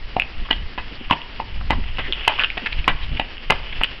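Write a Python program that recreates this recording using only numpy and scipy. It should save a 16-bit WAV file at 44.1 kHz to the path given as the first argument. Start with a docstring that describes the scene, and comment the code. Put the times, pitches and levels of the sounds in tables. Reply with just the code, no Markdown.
"""Hoofbeats over a low wind rumble: a shod horse walks past close by on a gritty paved farmyard.
Each footfall is a thud, a hollow clop and the clack of the shoe; hind hooves loud, fore hooves softer.
Grit snaps and scrapes under the shoes as the horse turns, and barn walls answer briefly.
The wind buffets a small narrow-band microphone, and the hardest blows overload it."""
import sys
import numpy as np
from scipy import signal
from scipy.fft import rfft, irfft
from scipy.io import wavfile
from scipy.ndimage import uniform_filter1d

SR = 44100
rng = np.random.default_rng(int(sys.argv[2]) if len(sys.argv) > 2 else 0)


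def file_out(sig):
    """Save sig as 16-bit WAV at sys.argv[1]."""
    # one column per channel
    cols = np.atleast_2d(sig).T
    # limit, then scale
    lim = np.clip(cols, -1, 1)
    pcm = np.round(lim * 32767).astype(np.int16)
    wavfile.write(sys.argv[1], SR, pcm)


N = 176400
HIT_T = np.arange(SR // 8) / SR  # time axis of one short event, s


def undb(db):
    """Decibels to gain."""
    return 10 ** (np.asarray(db) / 20)


def level(x, db):
    """Set the rms level."""
    return x * undb(db) / np.sqrt(np.mean(x ** 2))


def blow(x, db):
    """Give a short sound the energy of 5 ms at this level."""
    return x * undb(db) / np.sqrt(np.sum(x ** 2) / (.005 * SR))


def add(out, start_s, x):
    """Mix x in at start_s."""
    i = max(int(start_s * SR), 0)
    out[i:i + len(x)] += x[:max(N - i, 0)]


def colour(x, points):
    """Shape a sound by (Hz, dB) points."""
    hz, db = np.array(points).T
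    bins_hz = np.fft.rfftfreq(len(x), 1 / SR) + 1e-3
    return irfft(rfft(x) * undb(np.interp(np.log(bins_hz), np.log(hz), db)), len(x))


def contour(points):
    """Level in dB at each sample, from (s, dB) points."""
    return np.interp(np.arange(N) / SR, *np.array(points).T)


def wander(rate_hz):
    """Smooth random drift with a spread near 1."""
    step = int(SR / rate_hz)
    return uniform_filter1d(np.repeat(rng.standard_normal(N // step + 1), step), step)[:N]


def grains(size=len(HIT_T), spread=.43):
    """A dense train of tiny clicks of very unequal strength."""
    click, strength, gate = rng.standard_normal((3, size))
    return click * np.exp(spread * strength) * (gate > 1)


def attack(rise_s):
    """Exponential rise to 1."""
    return 1 - np.exp(-HIT_T / rise_s)


def swell(length_s):
    """A rounded rise and fall."""
    return np.sqrt(np.abs(np.sin(np.pi * np.minimum(HIT_T / length_s, 1))))


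def ring(modes, scatter=.03):
    """Damped (Hz, T60 s, dB) modes, slightly detuned at every blow."""
    return sum(undb(db) * np.sin(2 * np.pi * hz * (1 + scatter * rng.standard_normal()) * HIT_T)
               * undb(-60 * HIT_T / t60_s) for hz, t60_s, db in modes)


def strike(modes, settle_s):
    """A gritty contact dies away and rings the modes."""
    contact = grains() * np.exp(-HIT_T / settle_s)
    return signal.fftconvolve(contact, ring(modes))[:len(HIT_T)]


def rub(hz, length_s, width_ratio):
    """Clicks through one resonance, swelling and fading."""
    b, a = signal.iirpeak(hz, 1 / width_ratio, fs=SR)
    return level(signal.lfilter(b, a, grains()), 0) * swell(length_s)


# Spectrum of distant air and trees. Each row: frequency in Hz, gain in dB.
AIR_SPECTRUM = [(120, -39), (200, -2.5), (257, -4.5), (389, -7.5), (566, -10), (846, -11), (1540, -11),
                (1760, -8), (1940, -6), (2260, -9.5), (2990, -17), (5130, -7.5), (5500, -4.5), (7150, -59),
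                (12100, -120)]


def yard_air():
    """Distant air and trees: a faint, wavering noise."""
    air = level(colour(rng.standard_normal(N), AIR_SPECTRUM), db=-39.5)
    return air * undb(2.4 * wander(rate_hz=38))


# Wind rumble spectrum. Each row: frequency in Hz, gain in dB.
WIND_SPECTRUM = [(8, 0.5), (18, 5.5), (30, -3), (50, -3), (80, -14.5), (130, -20), (250, -31.5),
                 (500, -58.5), (1500, -67)]
# Gust contour. Each row: time in seconds, level in dB.
GUSTS = [(0.0, -26.5), (0.08, -29.5), (0.34, -29.5), (0.42, -19.5), (0.46, -33), (0.62, -19.5),
         (0.76, -36.5), (0.81, -26), (1.05, -31), (1.08, -25), (1.11, -31), (1.2, -37.5), (1.8, -13),
         (1.83, -22.5), (2.36, -30.5), (2.38, -24.5), (2.64, -37), (2.8, -16), (2.84, -27), (2.95, -17.5),
         (2.97, -25.5), (3.12, -16.5), (3.16, -25), (3.43, -38.5), (3.46, -27), (3.79, -23.5), (3.84, -32),
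         (4.0, -30)]


def wind():
    """Gusts rumble and flutter on the microphone."""
    rumble = level(colour(rng.standard_normal(N), WIND_SPECTRUM), 0)
    flutter_db = .6 * wander(rate_hz=22.36)
    return rumble * undb(contour(GUSTS) + flutter_db)


# Low bumps. Each row: start in seconds, length in seconds, level before the low-pass in dB, pitch in Hz.
BUMPS = [(0.406, 0.026, -37, 200), (0.903, 0.028, -35, 250), (1.003, 0.019, -30, 260),
         (1.766, 0.039, -29, 223), (2.078, 0.037, -29.5, 340), (2.615, 0.038, -33, 230),
         (3.102, 0.077, -29, 110)]


def bumps():
    """Saddle and wind make a few soft, low bumps."""
    out = np.zeros(N)
    lowpass = signal.butter(2, 600, fs=SR, output="sos")
    for start_s, length_s, db, hz in BUMPS:
        add(out, start_s, undb(db) * signal.sosfilt(lowpass, rub(hz, length_s, width_ratio=.31)))
    return out


def walls(x):
    """Quick reflections from ground and barns, then a faint open-air tail."""
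    t = np.arange(SR) / SR
    lag_s = .0035
    build_up = 1 - np.exp(-(t / lag_s) ** 2)
    response = np.zeros(SR)
    for db, t60_s in ((-12, .16), (-16.5, .55)):
        tail = rng.standard_normal(SR) * undb(-60 * t / t60_s) * build_up
        response += undb(db) * tail / np.linalg.norm(tail)
    return signal.fftconvolve(x, response)[:N]


# Grit spectrum, shared by crunch, scuffs and snaps. Each row: frequency in Hz, gain in dB.
GRIT_SPECTRUM = [(150, -16), (700, -14), (1500, -10), (2200, -6), (2900, 2), (3400, -4), (4000, -25.5),
                 (5500, -20.5)]
# Crunch contour. Each row: time in seconds, level in dB.
CRUNCH = [(0, -44), (.7, -42.5), (1.0, -40), (1.5, -43.5), (1.9, -39.5), (2.1, -36), (2.25, -28.5),
          (2.42, -30.5), (2.47, -39), (2.65, -34.5), (2.8, -33.5), (2.86, -47), (3.04, -36.5), (3.42, -41),
          (3.6, -38), (3.8, -33.5), (4, -42)]


def crunch():
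    """Fine grit crunches unevenly as the hooves turn."""
    grit = level(colour(grains(N, spread=.5), GRIT_SPECTRUM), 0)
    flicker_db = wander(rate_hz=65)
    shuffle_db = 2.4 * wander(rate_hz=20)
    return grit * undb(contour(CRUNCH) + flicker_db + shuffle_db)


# Shoe slides. Each row: start in seconds, length in seconds, scrape level in dB, resonance in Hz,
# resonance level in dB.
SCUFFS = [(0.449, .02, -35, 980, -39.5), (0.487, .008, -51, 1250, -30.5), (1.097, 0.009, -26, 1094, -24),
          (1.114, 0.025, -18, 1000, -21.5), (1.606, 0.012, -43, 1110, -33.5),
          (1.71, 0.032, -37, 1000, -21.5), (1.838, 0.0057, -40, 1900, -28.5),
          (2.034, 0.063, -51, 2000, -30), (2.295, .012, -33.5, 1010, -22), (2.303, 0.032, -50, 950, -27),
          (2.386, 0.0067, -29, 1150, -17.5), (2.398, 0.03, -25, 1520, -19),
          (2.434, 0.017, -23.5, 1550, -20), (2.657, 0.018, -22.5, 2000, -20),
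          (2.722, 0.012, -36, 2600, -23), (2.773, 0.032, -41, 2800, -33), (3.018, 0.035, -35, 3680, -34),
          (3.169, 0.011, -26.5, 2300, -30.5), (3.518, 0.0088, -24, 1000, -15.5),
          (3.724, 0.011, -25.5, 2100, -41), (3.841, 0.0078, -16, 2900, -21),
          (3.91, 0.0087, -29, 2180, -32.5)]


def scuffs():
    """A sliding shoe scrapes the grit and excites one resonance."""
    out = np.zeros(N)
    for start_s, length_s, scrape_db, body_hz, body_db in SCUFFS:
        scrape = level(colour(grains(), GRIT_SPECTRUM), scrape_db) * swell(length_s)
        body = undb(body_db) * rub(body_hz, length_s, width_ratio=.25)
        add(out, start_s, scrape + body)
    return out


# Snapping grit. Each row: start in seconds, pitch in Hz, ping level in dB.
SNAPS = [(0.1981, 2600, -10), (.2202, 2680, -15), (0.5108, 2850, -13), (0.5292, 3180, -19),
         (1.109, 2896, -14), (1.125, 2750, -18.5), (1.2170, 2870, -29), (1.9720, 2840, -27.5),
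         (2.124, 3360, -14.5), (2.132, 3080, -19), (2.25, 2740, -21), (2.28, 2960, -7.5),
         (2.3948, 2760, -12), (2.4009, 2670, -16), (2.4361, 2970, -12.5), (2.445, 2760, -14),
         (2.4500, 2470, -25), (2.5020, 2320, -20), (2.8430, 2500, -25), (3.38, 3000, -30),
         (3.7268, 2300, -29), (3.8350, 2850, -10)]


def snaps():
    """Single stones crack under a shoe: a bright ping and a puff of splinters."""
    ping_t60_s, splinter_decay_s = .0054, .00076
    out = np.zeros(N)
    for start_s, hz, db in SNAPS:
        ping = ring([(hz, ping_t60_s, 0)], scatter=.002) * attack(rise_s=.0006)
        splinters = colour(rng.standard_normal(len(HIT_T)), GRIT_SPECTRUM)
        splinters *= np.exp(-HIT_T / splinter_decay_s)
        add(out, start_s, blow(ping, db) + blow(splinters, db - 11.5))
    return out


# Modes of the shoe's clack and of its ring. Each row: frequency in Hz, T60 in seconds, gain in dB.
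CLACK_MODES = [(1250, 0.0027, -1), (1720, 0.02, -8.5), (2003, 0.036, -7), (2480, 0.0034, 6)]
RING_MODES = [(2500, 0.026, 7), (2858, 0.0092, 23.5), (3180, .008, -9), (3650, 0.0013, -17.5)]


def shoe(settle_s, clack_db, ring_db):
    """The shoe clacks and rings as it settles on the paving."""
    return blow(strike(CLACK_MODES, settle_s), clack_db) + blow(strike(RING_MODES, settle_s), ring_db)


# Modes of the hoof's thud. Each row: frequency in Hz, T60 in seconds, gain in dB.
THUD_MODES = [(164, 0.014, -4), (269, 0.019, 0), (390, 0.005, -5.5), (590, .008, -10)]
# Modes of the hollow under the sole. Each row: multiple of the clop pitch, T60 in seconds, gain in dB.
HOLLOW_MODES = [(1.0, .017, 8.5), (.76, 0.0089, -2.5), (1.2, 0.0067, -11.5)]
# Footfalls. Each row: start in seconds, clop pitch in Hz, levels of clop, thud, clack and shoe ring
# in dB, shoe settling time in seconds, toe brush in dB relative to the blow.
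FOOTFALLS = [(0.166, 737, -12, -22.5, -28.5, -24.5, .002, -18),
             (0.5092, 837, -22, -26.5, -13.5, -14, 0.0038, -10),
             (0.7817, 975, -26.5, -37, -20.5, -43, 0.015, -6.5),
             (1.1105, 980, -6.5, -12.5, -21, -26.5, 0.0035, -25.5),
             (1.4004, 900, -17.5, -34, -35.5, -30.5, .004, -16),
             (1.7053, 850, -12, -17.5, -13.5, -18, 0.0057, -16.5),
             (1.9880, 813, -31.5, -33, -17.5, -22.5, 0.016, -7.5),
             (2.2774, 952, -8.5, -30, -10.5, -12, 0.0022, -23.5),
             (2.576, 724, -28, -30, -20.5, -22, 0.0036, -6), (2.8779, 1063, -8, -24, -9, -12, 0.014, -42),
             (3.1970, 810, -17, -30, -17.5, -18, 0.0029, -20.5),
             (3.4995, 665, -18.5, -29.5, -10, -19, 0.0071, -32),
             (3.5051, 885, -12, -18, -8.5, -10.5, 0.0016, -35),
             (3.8130, 790, -24.5, -29, -19, -33, 0.0037, -11)]


def hooves():
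    """The toe brushes, the hoof strikes and pumps the hollow under the sole, the heel follows softly."""
    toe_lead_s, toe_settle_s = .004, .0013
    heel_lag_s, heel_settle_s, heel_db = .017, .005, -12.5
    out = np.zeros(N)
    for start_s, clop_hz, clop_db, thud_db, clack_db, ring_db, settle_s, toe_db in FOOTFALLS:
        hollow = [(clop_hz * multiple, t60_s, db) for multiple, t60_s, db in HOLLOW_MODES]
        clop = blow(ring(hollow, scatter=.0015) * attack(rise_s=.00038), clop_db)
        thud = blow(ring(THUD_MODES) * attack(rise_s=.00057), thud_db)
        toe = shoe(toe_settle_s, clack_db, ring_db) + blow(strike(hollow, toe_settle_s), clop_db)
        heel = shoe(heel_settle_s, clack_db, ring_db)
        heel += blow(strike(hollow, heel_settle_s), clop_db - 5)
        heel += blow(strike(THUD_MODES, heel_settle_s), thud_db + 4)
        add(out, start_s - toe_lead_s, undb(toe_db) * toe)
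        add(out, start_s, clop + thud + shoe(settle_s, clack_db, ring_db))
        add(out, start_s + heel_lag_s, undb(heel_db) * heel)
    return out


def scene():
    """The horse and its reflections over yard air, wind and bumps; mono."""
    horse = hooves() + snaps() + crunch() + scuffs()
    return (horse + yard_air() + walls(horse) + wind() + bumps())[None]


# Treble roll-off of the microphone. Each row: frequency in Hz, gain in dB.
MIC_RESPONSE = [(3000, -1), (3700, -3), (4300, -5.5), (5100, -9.5), (5500, -17.5), (6000, -14)]
# Treble dip after clipping. Each row: frequency in Hz, gain in dB.
CLIP_SOFTENING = [(4800, 0), (6300, -6), (9000, -4), (14000, -1.5)]


def record(dry):
    """A narrow-band microphone clips the loudest peaks; a treble dip softens their harsh edge."""
    mic_top_hz, output_top_hz, clip_level = 5800, 16000, .71
    mic_lowpass = signal.cheby1(12, .3, mic_top_hz, fs=SR, output="sos")
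    output_lowpass = signal.ellip(8, .2, 70, output_top_hz, fs=SR, output="sos")
    narrow = signal.sosfilt(mic_lowpass, colour(dry[0], MIC_RESPONSE))
    clipped = np.clip(narrow, -clip_level, clip_level)
    return signal.sosfilt(output_lowpass, colour(clipped, CLIP_SOFTENING))[None]


dry = scene()
out = record(dry)
file_out(out)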